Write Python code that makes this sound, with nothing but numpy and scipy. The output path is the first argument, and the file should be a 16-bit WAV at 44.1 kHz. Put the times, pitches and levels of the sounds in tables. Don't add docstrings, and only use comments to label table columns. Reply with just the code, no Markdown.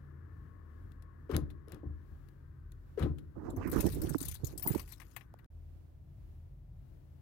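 import sys
import numpy as np
from scipy import signal
from scipy.fft import rfft, irfft, next_fast_len
from scipy.io import wavfile
from scipy.ndimage import uniform_filter1d, map_coordinates

SR = 44100
rng = np.random.default_rng(int(sys.argv[2]) if len(sys.argv) > 2 else 0)


def dump_mix(stems):
    frames = np.atleast_2d(stems).T
    limited = np.clip(frames, -1, 1)
    pcm = np.round(limited * 32767).astype(np.int16)
    wavfile.write(sys.argv[1], SR, pcm)


N = 317961
T = np.arange(N) / SR
AGE = np.arange(SR // 2) / SR

# start in seconds, travel in seconds, rod level in dB, panel offset in dB.
LOCK_STROKES = [(1.294, 0.055, -36.5, -1), (2.975, 0.05, -36, 0.5), (1.675, 0.078, -52.5, -19)]
# delay in seconds, peak in dB before the panel offset, pitch in Hz.
PANEL_PUSHES = [(.032, -23.5, 75.6), (.058, -20.5, 164), (.084, -23.5, 268), (.125, -28.5, 104)]
# time in seconds, peak in dB, pitch of the push in Hz.
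DOOR_THUDS = [(1.833, -34.5, 298), (1.856, -29, 67.5), (1.894, -33, 60.4), (2.115, -40.5, 73)]
# frequency in Hz, relative level in dB, t60 in seconds.
DOOR_MODES = [(77.5, -7, 0.21), (135.5, 0.5, 0.056), (198.3, -6, 0.059), (294.2, -4.5, 0.095),
              (334, -9, 0.12), (424, -5.5, 0.047), (502, -7, 0.042), (754, -10.5, 0.054),
              (1033, -16.5, 0.16)]
# delay in seconds, peak over the rod level in dB, ring t60 in seconds.
ROD_JOINTS = [(0.0191, -3, 0.041), (.05, 4.5, 0.083)]
# time in seconds, peak in dB,
# ring t60 in seconds.
DRY_CLICKS = [(0.9194, -52, 0.013), (1.0228, -47.5, .025), (1.3656, -16.5, 0.007), (1.502, -47, 0.06),
              (1.6833, -47, 0.0079), (1.7208, -32.5, 0.0088), (1.7453, -45.5, .012), (2.2865, -54, 0.026),
              (2.7199, -47.5, 0.018), (3.184, -47.5, 0.053), (5.34, -45, 0.0016), (5.4452, -50.5, .003)]
# frequency in Hz, relative level in dB.
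ROD_COLOUR = [(150, -21.5), (300, 5), (450, 0), (750, -14), (1250, -8.5), (2200, -22), (8000, -41),
              (15500, -44.5)]
# frequency in Hz, relative level in dB.
CLICK_COLOUR = [(700, -3), (2200, -5), (3900, -4.5), (5200, -8), (8500, -11), (11000, -3.5), (15500, -14)]
# frequency in Hz, gain in dB.
RIGHT_PORT_SHADE = [(60, -2), (200, -5), (700, -11), (1300, -15), (3500, -27)]
# start in seconds, length in seconds, relative pressure in dB,
# scratch level in dB, scratch pitch as a ratio.
FINGER_SLIDES = [(3.349, 0.14, -45, -60, 0.95), (3.427, 0.077, -44, -48, 0.82),
                 (3.559, 0.058, -44, -44.5, 0.95), (3.606, 0.085, -40.5, -45, 1.27),
                 (3.71, 0.074, -30.5, -42.5, 1.25), (3.822, 0.042, -28.5, -46.5, 1.3),
                 (3.926, .085, -41.5, -66, 1.17), (4.002, 0.092, -35.5, -57, 1.13),
                 (4.178, 0.11, -55.5, -62.5, 1), (4.383, 0.44, -54, -68.5, 0.82),
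                 (4.646, 0.024, -34.5, -41, 0.76), (4.729, 0.031, -37.5, -50, 0.87)]
# frequency in Hz, relative level in dB per Hz.
SKIN_COLOUR = [(50, 3), (130, 2.5), (220, 0), (310, 5.5), (480, -6.5), (750, -18), (1200, -33.5),
               (3000, -62)]
# frequency in Hz, relative level in dB.
SCRATCH_COLOUR = [(400, -14), (800, 12), (1350, 11), (2100, -6.5), (2700, -27.5), (16000, -51)]
# time in seconds, peak at the louder port in dB, pitch it sags to in Hz,
# t60 in seconds, left minus right in dB.
FINGER_BUMPS = [(3.528, -30, 266, 0.11, 9), (3.566, -25, 88, 0.076, -10), (3.841, -18, 248, 0.012, -39),
                (3.853, -19, 162, 0.058, -26), (4.101, -25, 140, 0.054, -29),
                (4.1459, -23, 830, 0.0031, -34), (4.148, -17.5, 271.8, 0.039, -39.5),
                (4.21, -29, 261, 0.04, -32), (4.431, -21, 108, 0.034, -29.5), (4.661, -31, 744, 0.035, -29),
                (4.703, -18, 120, 0.028, -39), (4.747, -32, 740, 0.021, -22), (4.756, -19, 261, 0.02, -27),
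                (5.341, -39.5, 484, 0.0033, -18)]
# time in seconds, level in dB.
CASE_SWAY = [(3.5, -55), (3.75, -38), (4.2, -43.5), (4.75, -54.5), (4.85, -64)]
# start in seconds, length in seconds, level in dB.
CLOTH_SCRAPES = [(3.71, 0.23, -51), (4.015, 0.15, -55.5), (4.196, 0.13, -50.5), (4.432, 0.093, -59),
                 (4.619, .18, -50), (4.871, 0.066, -59), (4.992, 0.22, -69)]
# frequency in Hz, relative level in dB.
WEAVE_COLOUR = [(200, -19), (1000, -6), (4500, -4), (8500, -6.5), (13000, -3), (15800, -16.5)]
# time in seconds, peak in dB, relative body level in dB.
LOUD_CRACKLES = [(3.5025, -43, -23), (3.563, -43.5, -16), (3.674, -37, -11.5), (3.697, -35, -15.5),
                 (3.7155, -25.5, -15), (3.729, -34.5, -26), (3.8045, -22.5, -17), (3.8635, -28, -14.5),
                 (3.921, -31.5, -14.5), (3.9457, -37.5, -17), (4.0165, -29.5, -16.5), (4.034, -35, -21),
                 (4.0925, -29.5, -25), (4.1815, -30.5, -33), (4.204, -29, -32), (4.213, -27.5, -31.5),
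                 (4.226, -27.5, -26.5), (4.2515, -30.5, -25), (4.283, -24.5, -26), (4.312, -35, -22.5),
                 (4.342, -32.5, -34), (4.445, -29.5, -29.5), (4.4674, -28.5, -27.5), (4.5765, -27, -29.5),
                 (4.5948, -28.5, -19.5), (4.7465, -33, -6), (4.777, -34, -5), (4.7945, -31.5, -1.5),
                 (4.8756, -43, -6.5), (4.8995, -47, -4.5), (4.9215, -33.5, -7.5), (4.9995, -39, 3),
                 (5.016, -42, 8.5), (5.163, -29.5, 3.5), (5.2084, -42, 11.5), (5.3877, -51, 9.5)]
# frequency in Hz, relative level in dB per Hz.
SNAP_COLOUR = [(1500, -33.5), (4200, -6), (14000, 5), (16000, -4)]
# frequency in Hz, relative level in dB per Hz.
BODY_COLOUR = [(400, -15.5), (1100, 2), (1400, -10), (1850, 3), (2750, -3.5), (4000, -16.5), (9000, -34)]
# time in seconds, peak in dB, centre in Hz of the band that rings,
# its half width in Hz.
METAL_TOUCHES = [(4.6267, -25.5, 14820, 70), (4.6746, -14.5, 12900, 4990)]
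# frequency in Hz, relative level in dB before a random scatter, t60 in seconds.
METAL_MODES = [(2020, -9, .17), (9775, 0, .085), (11248, -10, .17), (13595, 5, .085), (14830, -12, .12),
               (15139, 3, .15)]
# frequency in Hz, t60 in seconds.
ROOM_DECAY = [(100, 0.83), (2000, 0.21), (12000, 0.12)]
# frequency in Hz, level in dB before its wavering and the trim of each port.
HUM_TONES = [(44, -60), (82, -56.5), (138, -66.5)]
# frequency in Hz, relative level in dB.
FLOOR_COLOUR = [(25, -19.5), (43, -3), (85, -4), (150, -8.5), (200, -22), (320, -22), (450, -35),
                (3000, -51.5), (8500, -59), (15000, -53.5)]
# frequency in Hz, share of power in common.
PORT_LIKENESS = [(60, 0.73), (130, 0.91), (290, 0.12), (640, 0.056)]
# time in seconds, level in dB.
WHIRR_LEVEL = [(0, -59.5), (1.8, -62), (2.9, -67), (5.46, -65)]
# frequency in Hz, relative level in dB per Hz.
WHIRR_COLOUR = [(60, -7.5), (140, 10), (330, 11.5), (780, -11), (1100, 1.5), (1400, -1.5), (1800, -2.5),
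                (2300, -18.5), (6000, -55.5)]
# time in seconds, level in dB.
LOW_WHISTLE_LEVEL = [(0, -89), (0.5, -69), (0.98, -75), (1.1, -64), (1.2, -77), (1.8, -69.5), (2.3, -92)]
# time in seconds, centre pitch in Hz.
HIGH_WHISTLE_DRIFT = [(0, 1715), (2, 1709), (2.8, 1500)]
# frequency in Hz, relative level in dB per Hz.
MURK_COLOUR = [(250, -6), (620, 0.5), (1300, -20), (5000, -36)]
# start in seconds, end in seconds.
DROPOUT = (5.463, 5.503)

KICK_HZ, KICK_DB, KICK_T60_S = 500, -28, 0.07
KICK_SAG_S = 0.05
SOFT_T60_S = 0.056
SLIDE_ATTACK_S, SLIDE_RELEASE_S = 0.02, 0.021
BUMP_SHARP, BUMP_SAG_S = 0.46, 0.0049
SCRAPE_ATTACK_S, SCRAPE_RELEASE_S = 0.016, 0.04
SMALL_PER_S, SMALL_DB = 35, 11
SMALL_SCATTER_DB, SMALL_BODY_DB = 2.5, -13.5
CRACKLE_ATTACK_S = 0.00096
SHIFT_S, SHIFT_LENGTH_S, SHIFT_DB = 3.33, 0.46, -44.5
SHIFT_ATTACK_S, SHIFT_RELEASE_S = 0.17, 0.05
WHISTLE_HZ = 1094
DRIFT_DB = -15
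TOP_HZ = 15900


def amp(db):
    return 10 ** (np.asarray(db) / 20)


def unit(x):
    return x / np.sqrt(np.mean(x ** 2) + 1e-20)


def crest(x):
    return x / np.abs(x).max()


def fade(t60):
    return 1000 ** (-AGE / max(t60, 1e-3))


def along(points, hz):
    f, v = np.transpose(points)
    return np.interp(np.log(hz + 1), np.log(f + 1), v)


def levels(rows):
    s, *columns = np.transpose(rows)
    return [amp(np.interp(T, s, db, left=-120, right=-120)) for db in columns]


def wobble(rate):
    knots = rng.standard_normal(int(N * rate / SR) + 4)
    return map_coordinates(knots, [T * rate])


def colour(x, points):
    n = x.shape[-1]
    m = 2 * next_fast_len(n // 2 + 4096)
    gain = amp(along(points, np.fft.rfftfreq(m, 1 / SR)))
    cepstrum = irfft(np.log(gain))
    cepstrum[1:m // 2] *= 2
    cepstrum[m // 2 + 1:] = 0
    return irfft(rfft(x, m) * np.exp(rfft(cepstrum)), m)[..., :n]


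def friction(spectrum, grain_db, grain_rate):
    grains = rng.standard_normal(N) * amp(grain_db * wobble(grain_rate))
    return unit(colour(grains, spectrum))


def patchy(x, depth_db):
    z = signal.stft(x, nperseg=256)[2]
    field = uniform_filter1d(rng.standard_normal(z.shape), size=5, axis=0)
    field = uniform_filter1d(field, size=12, axis=1)
    return unit(signal.istft(z * amp(depth_db * unit(field)), nperseg=256)[1][:len(x)])


def swell(start, length, attack, release):
    rise = np.clip((T - start) / attack, 0, 1)
    return rise * np.exp(-np.maximum(T - start - length, 0) / release)


def moments(start, length, rate):
    slots = np.arange(0, length, 1 / rate)
    return start + slots + rng.random(64)[:len(slots)] / rate


def add(track, s, sound):
    part = track[round(s * SR):][:len(sound)]
    part += sound[:len(part)]


def lock():
    boom, rattle = kicks() + panel(), scrape_and_clicks()
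    echo = amp(-15) * room(rattle)
    left, right = boom + rattle + amp(-14.5) * room(boom) + echo
    return np.array([left, colour(right, RIGHT_PORT_SHADE)])


def kicks():
    out = np.zeros(N)
    cycles = KICK_HZ * KICK_SAG_S * (1 - np.exp(-AGE / KICK_SAG_S))
    knock = crest(np.sin(2 * np.pi * cycles) * fade(KICK_T60_S) * (1 - np.exp(-cycles / 2)))
    for start, _, _, panel_db in LOCK_STROKES:
        add(out, start, amp(panel_db + KICK_DB) * knock)
    return out


def panel():
    out = np.zeros(N)
    pushes = [(start + delay, panel_db + db, hz)
              for start, _, _, panel_db in LOCK_STROKES for delay, db, hz in PANEL_PUSHES]
    for s, db, push_hz in pushes + DOOR_THUDS:
        ring = np.zeros(len(AGE))
        for hz, level, t60 in DOOR_MODES:
            nearness = 1 / (1 + 1.25 * np.log2(hz / push_hz) ** 2)
            ring += amp(level) * nearness * np.sin(2 * np.pi * hz * AGE) * fade(t60)
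        onset = 1 - np.exp(-AGE * push_hz / 0.51)
        add(out, s, amp(db) * crest(ring * onset))
    return out


def scrape_and_clicks():
    travel, clicks = np.zeros(N), np.zeros(N)
    for start, length, db, _ in LOCK_STROKES:
        push = np.clip((T - start) / length, 0, 1) ** 0.27
        travel += amp(db) * push * np.exp(-np.maximum(T - start - length, 0) / 0.031)
    joints = [(start + delay, rod_db + db, t60)
              for start, _, rod_db, _ in LOCK_STROKES for delay, db, t60 in ROD_JOINTS]
    for s, db, t60 in joints + DRY_CLICKS:
        loss = 20 * np.log10(1 + (t60 / SOFT_T60_S) ** 4)
        tone = [(hz, level - loss * (hz > 5000)) for hz, level in CLICK_COLOUR]
        burst = rng.standard_normal(len(AGE)) * fade(t60)
        add(clicks, s, amp(db) * crest(colour(burst, tone)))
    return travel * friction(ROD_COLOUR, grain_db=1.5, grain_rate=360) + clicks


def fingers():
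    pressure, scratch, out = np.zeros((3, N))
    grain = patchy(rng.standard_normal(N) * amp(2.5 * wobble(570)), depth_db=4.5)
    for start, length, pressure_db, scratch_db, pitch in FINGER_SLIDES:
        slide = swell(start, length, SLIDE_ATTACK_S, SLIDE_RELEASE_S)
        pressure = np.maximum(pressure, amp(pressure_db) * slide)
        scratch = np.maximum(scratch, amp(scratch_db) * slide)
        first = round(start * SR)
        span = slice(first, first + len(AGE))
        tone = [(hz * pitch, db) for hz, db in SCRATCH_COLOUR]
        out[span] += amp(scratch_db) * slide[span] * unit(colour(grain[span], tone))
    drag = patchy(friction(SKIN_COLOUR, grain_db=3, grain_rate=210), depth_db=2.5)
    out += amp(4.5) * pressure * drag
    hiss = friction([(2500, -24.5), (3800, -2.5), (6400, 3), (9000, -10.5)], grain_db=-3.5, grain_rate=480)
    return out + amp(18.0) * pressure * scratch * hiss


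def bumps():
    out = np.zeros((2, N))
    for s, db, hz, t60, left_db in FINGER_BUMPS:
        cycles = hz * (AGE + BUMP_SHARP * BUMP_SAG_S * (1 - np.exp(-AGE / BUMP_SAG_S)))
        skin = unit(colour(rng.standard_normal(len(AGE)), SKIN_COLOUR))
        knock = np.sin(2 * np.pi * cycles) + 0.41 * skin
        knock = crest(knock * fade(t60) * (1 - np.exp(-AGE * hz)) ** 2)
        add(out[0], s, amp(db + min(left_db, 0)) * knock)
        add(out[1], s, amp(db - max(left_db, 0)) * knock)
    return out


def sway():
    low = [(25, -24.5), (50, 1.5), (140, -3.5), (500, -50)]  # Hz, relative dB
    rumble = [friction(low, grain_db=5.5, grain_rate=17) for _ in range(2)]
    return levels(CASE_SWAY)[0] * np.array(rumble)


def cloth():
    weave = friction(WEAVE_COLOUR, grain_db=4, grain_rate=600)
    rustle = patchy(weave * amp(2.5 * wobble(35)), depth_db=4)
    scrapes = [amp(db) * swell(s, length, SCRAPE_ATTACK_S, SCRAPE_RELEASE_S) for s, length, db in CLOTH_SCRAPES]
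    out = rustle * np.max(scrapes, axis=0)
    shift = swell(SHIFT_S, SHIFT_LENGTH_S, SHIFT_ATTACK_S, SHIFT_RELEASE_S)
    out += amp(SHIFT_DB) * shift * friction(SKIN_COLOUR[1:], grain_db=4.5, grain_rate=66)
    for s, db, body_db in LOUD_CRACKLES:
        add(out, s, amp(db) * crackle(body_db))
    for start, length, db in CLOTH_SCRAPES:
        for s in moments(start, length, SMALL_PER_S):
            small_db = db + SMALL_DB + SMALL_SCATTER_DB * rng.standard_normal()
            add(out, s, amp(small_db) * crackle(SMALL_BODY_DB))
    return out


def crackle(body_db):
    hiss, body = rng.standard_normal((2, len(AGE)))
    snap = patchy(colour(hiss, SNAP_COLOUR), depth_db=4.5) + amp(body_db) * unit(colour(body, BODY_COLOUR))
    return crest(snap * fade(0.059) * (1 - np.exp(-AGE / CRACKLE_ATTACK_S)))


def jingle():
    out = np.zeros(N)
    for s, db, centre_hz, width_hz in METAL_TOUCHES:
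        ring = np.zeros(len(AGE))
        for hz, level, t60 in METAL_MODES:
            favour = 1 / (1 + ((hz - centre_hz) / width_hz) ** 2)
            ring += amp(level + rng.normal(0, 2.3)) * favour * np.sin(2 * np.pi * hz * AGE) * fade(t60)
        tick = 0.1 * rng.standard_normal(len(AGE)) * fade(0.0085)
        add(out, s, amp(db) * crest(crest(ring) + tick))
    return out


def room(x):
    hz, t, z = signal.stft(rng.standard_normal((2, SR // 2)), SR, nperseg=256)
    decay = amp(-60 * t / along(ROOM_DECAY, hz)[:, None])
    tail = signal.istft(z * decay, SR, nperseg=256)[1]
    return signal.fftconvolve(x[None], tail / np.linalg.norm(tail[0]), axes=1)[:, :N]


def night():
    hum = np.zeros(N)
    for hz, db in HUM_TONES:
        tone = np.sqrt(2) * np.sin(2 * np.pi * hz * T + 1.0 * wobble(9))
        hum += amp(db + 4.0 * wobble(4.1)) * tone
    turned = 1.0 * ((T > 4.8) & (T < DROPOUT[1]))
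    hum *= amp(-8 * uniform_filter1d(turned, size=2048))
    common, left, right = [friction(FLOOR_COLOUR, grain_db=3.0, grain_rate=4.8) for _ in range(3)]
    shared = [(hz, 10 * np.log10(np.clip(c, 1e-3, 1))) for hz, c in PORT_LIKENESS]
    apart = [(hz, 10 * np.log10(np.clip(1 - c, 1e-3, 1))) for hz, c in PORT_LIKENESS]
    floor = amp(-55.0) * (colour(common, shared) + colour(np.array([left, right]), apart))
    air = unit(colour(rng.standard_normal(N), WHIRR_COLOUR))
    whirr = levels(WHIRR_LEVEL)[0] * air + whistles()
    dull = [amp(db) * unit(colour(rng.standard_normal(N), MURK_COLOUR)) for db in (-75, -80)]
    murk = (T > DROPOUT[1]) * np.array(dull)
    return (hum + floor) * amp([[1], [-1]]) + whirr * amp([[0], [-26]]) + murk


def whistles():
    low = levels(LOW_WHISTLE_LEVEL)[0] * np.sin(2 * np.pi * WHISTLE_HZ * T + 0.8 * wobble(22))
    hz = np.interp(T, *np.transpose(HIGH_WHISTLE_DRIFT)) + 35 * wobble(25)
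    high = levels(WHIRR_LEVEL)[0] * amp(DRIFT_DB) * np.sin(2 * np.pi * np.cumsum(hz) / SR)
    return np.sqrt(2) * (low + high)


def scene():
    steady = night()
    door = lock()
    grip = sway() + bumps() + fingers() * amp([[-29], [0]])
    near_left = jingle() + cloth()
    echo = room(near_left) * amp([[-22], [-30]])
    return steady + door + grip + near_left * amp([[0], [-35]]) + echo


def record(dry):
    heard = signal.sosfilt(signal.butter(N=5, Wn=35, btype="highpass", fs=SR, output="sos"), dry)
    live = np.where((T > DROPOUT[0]) & (T < DROPOUT[1]), 0., 1.)
    live = uniform_filter1d(live, size=128)
    in_band = np.fft.rfftfreq(N, 1 / SR) < TOP_HZ
    return irfft(rfft(heard * live) * in_band, N)


dry = scene()
out = record(dry)
dump_mix(out)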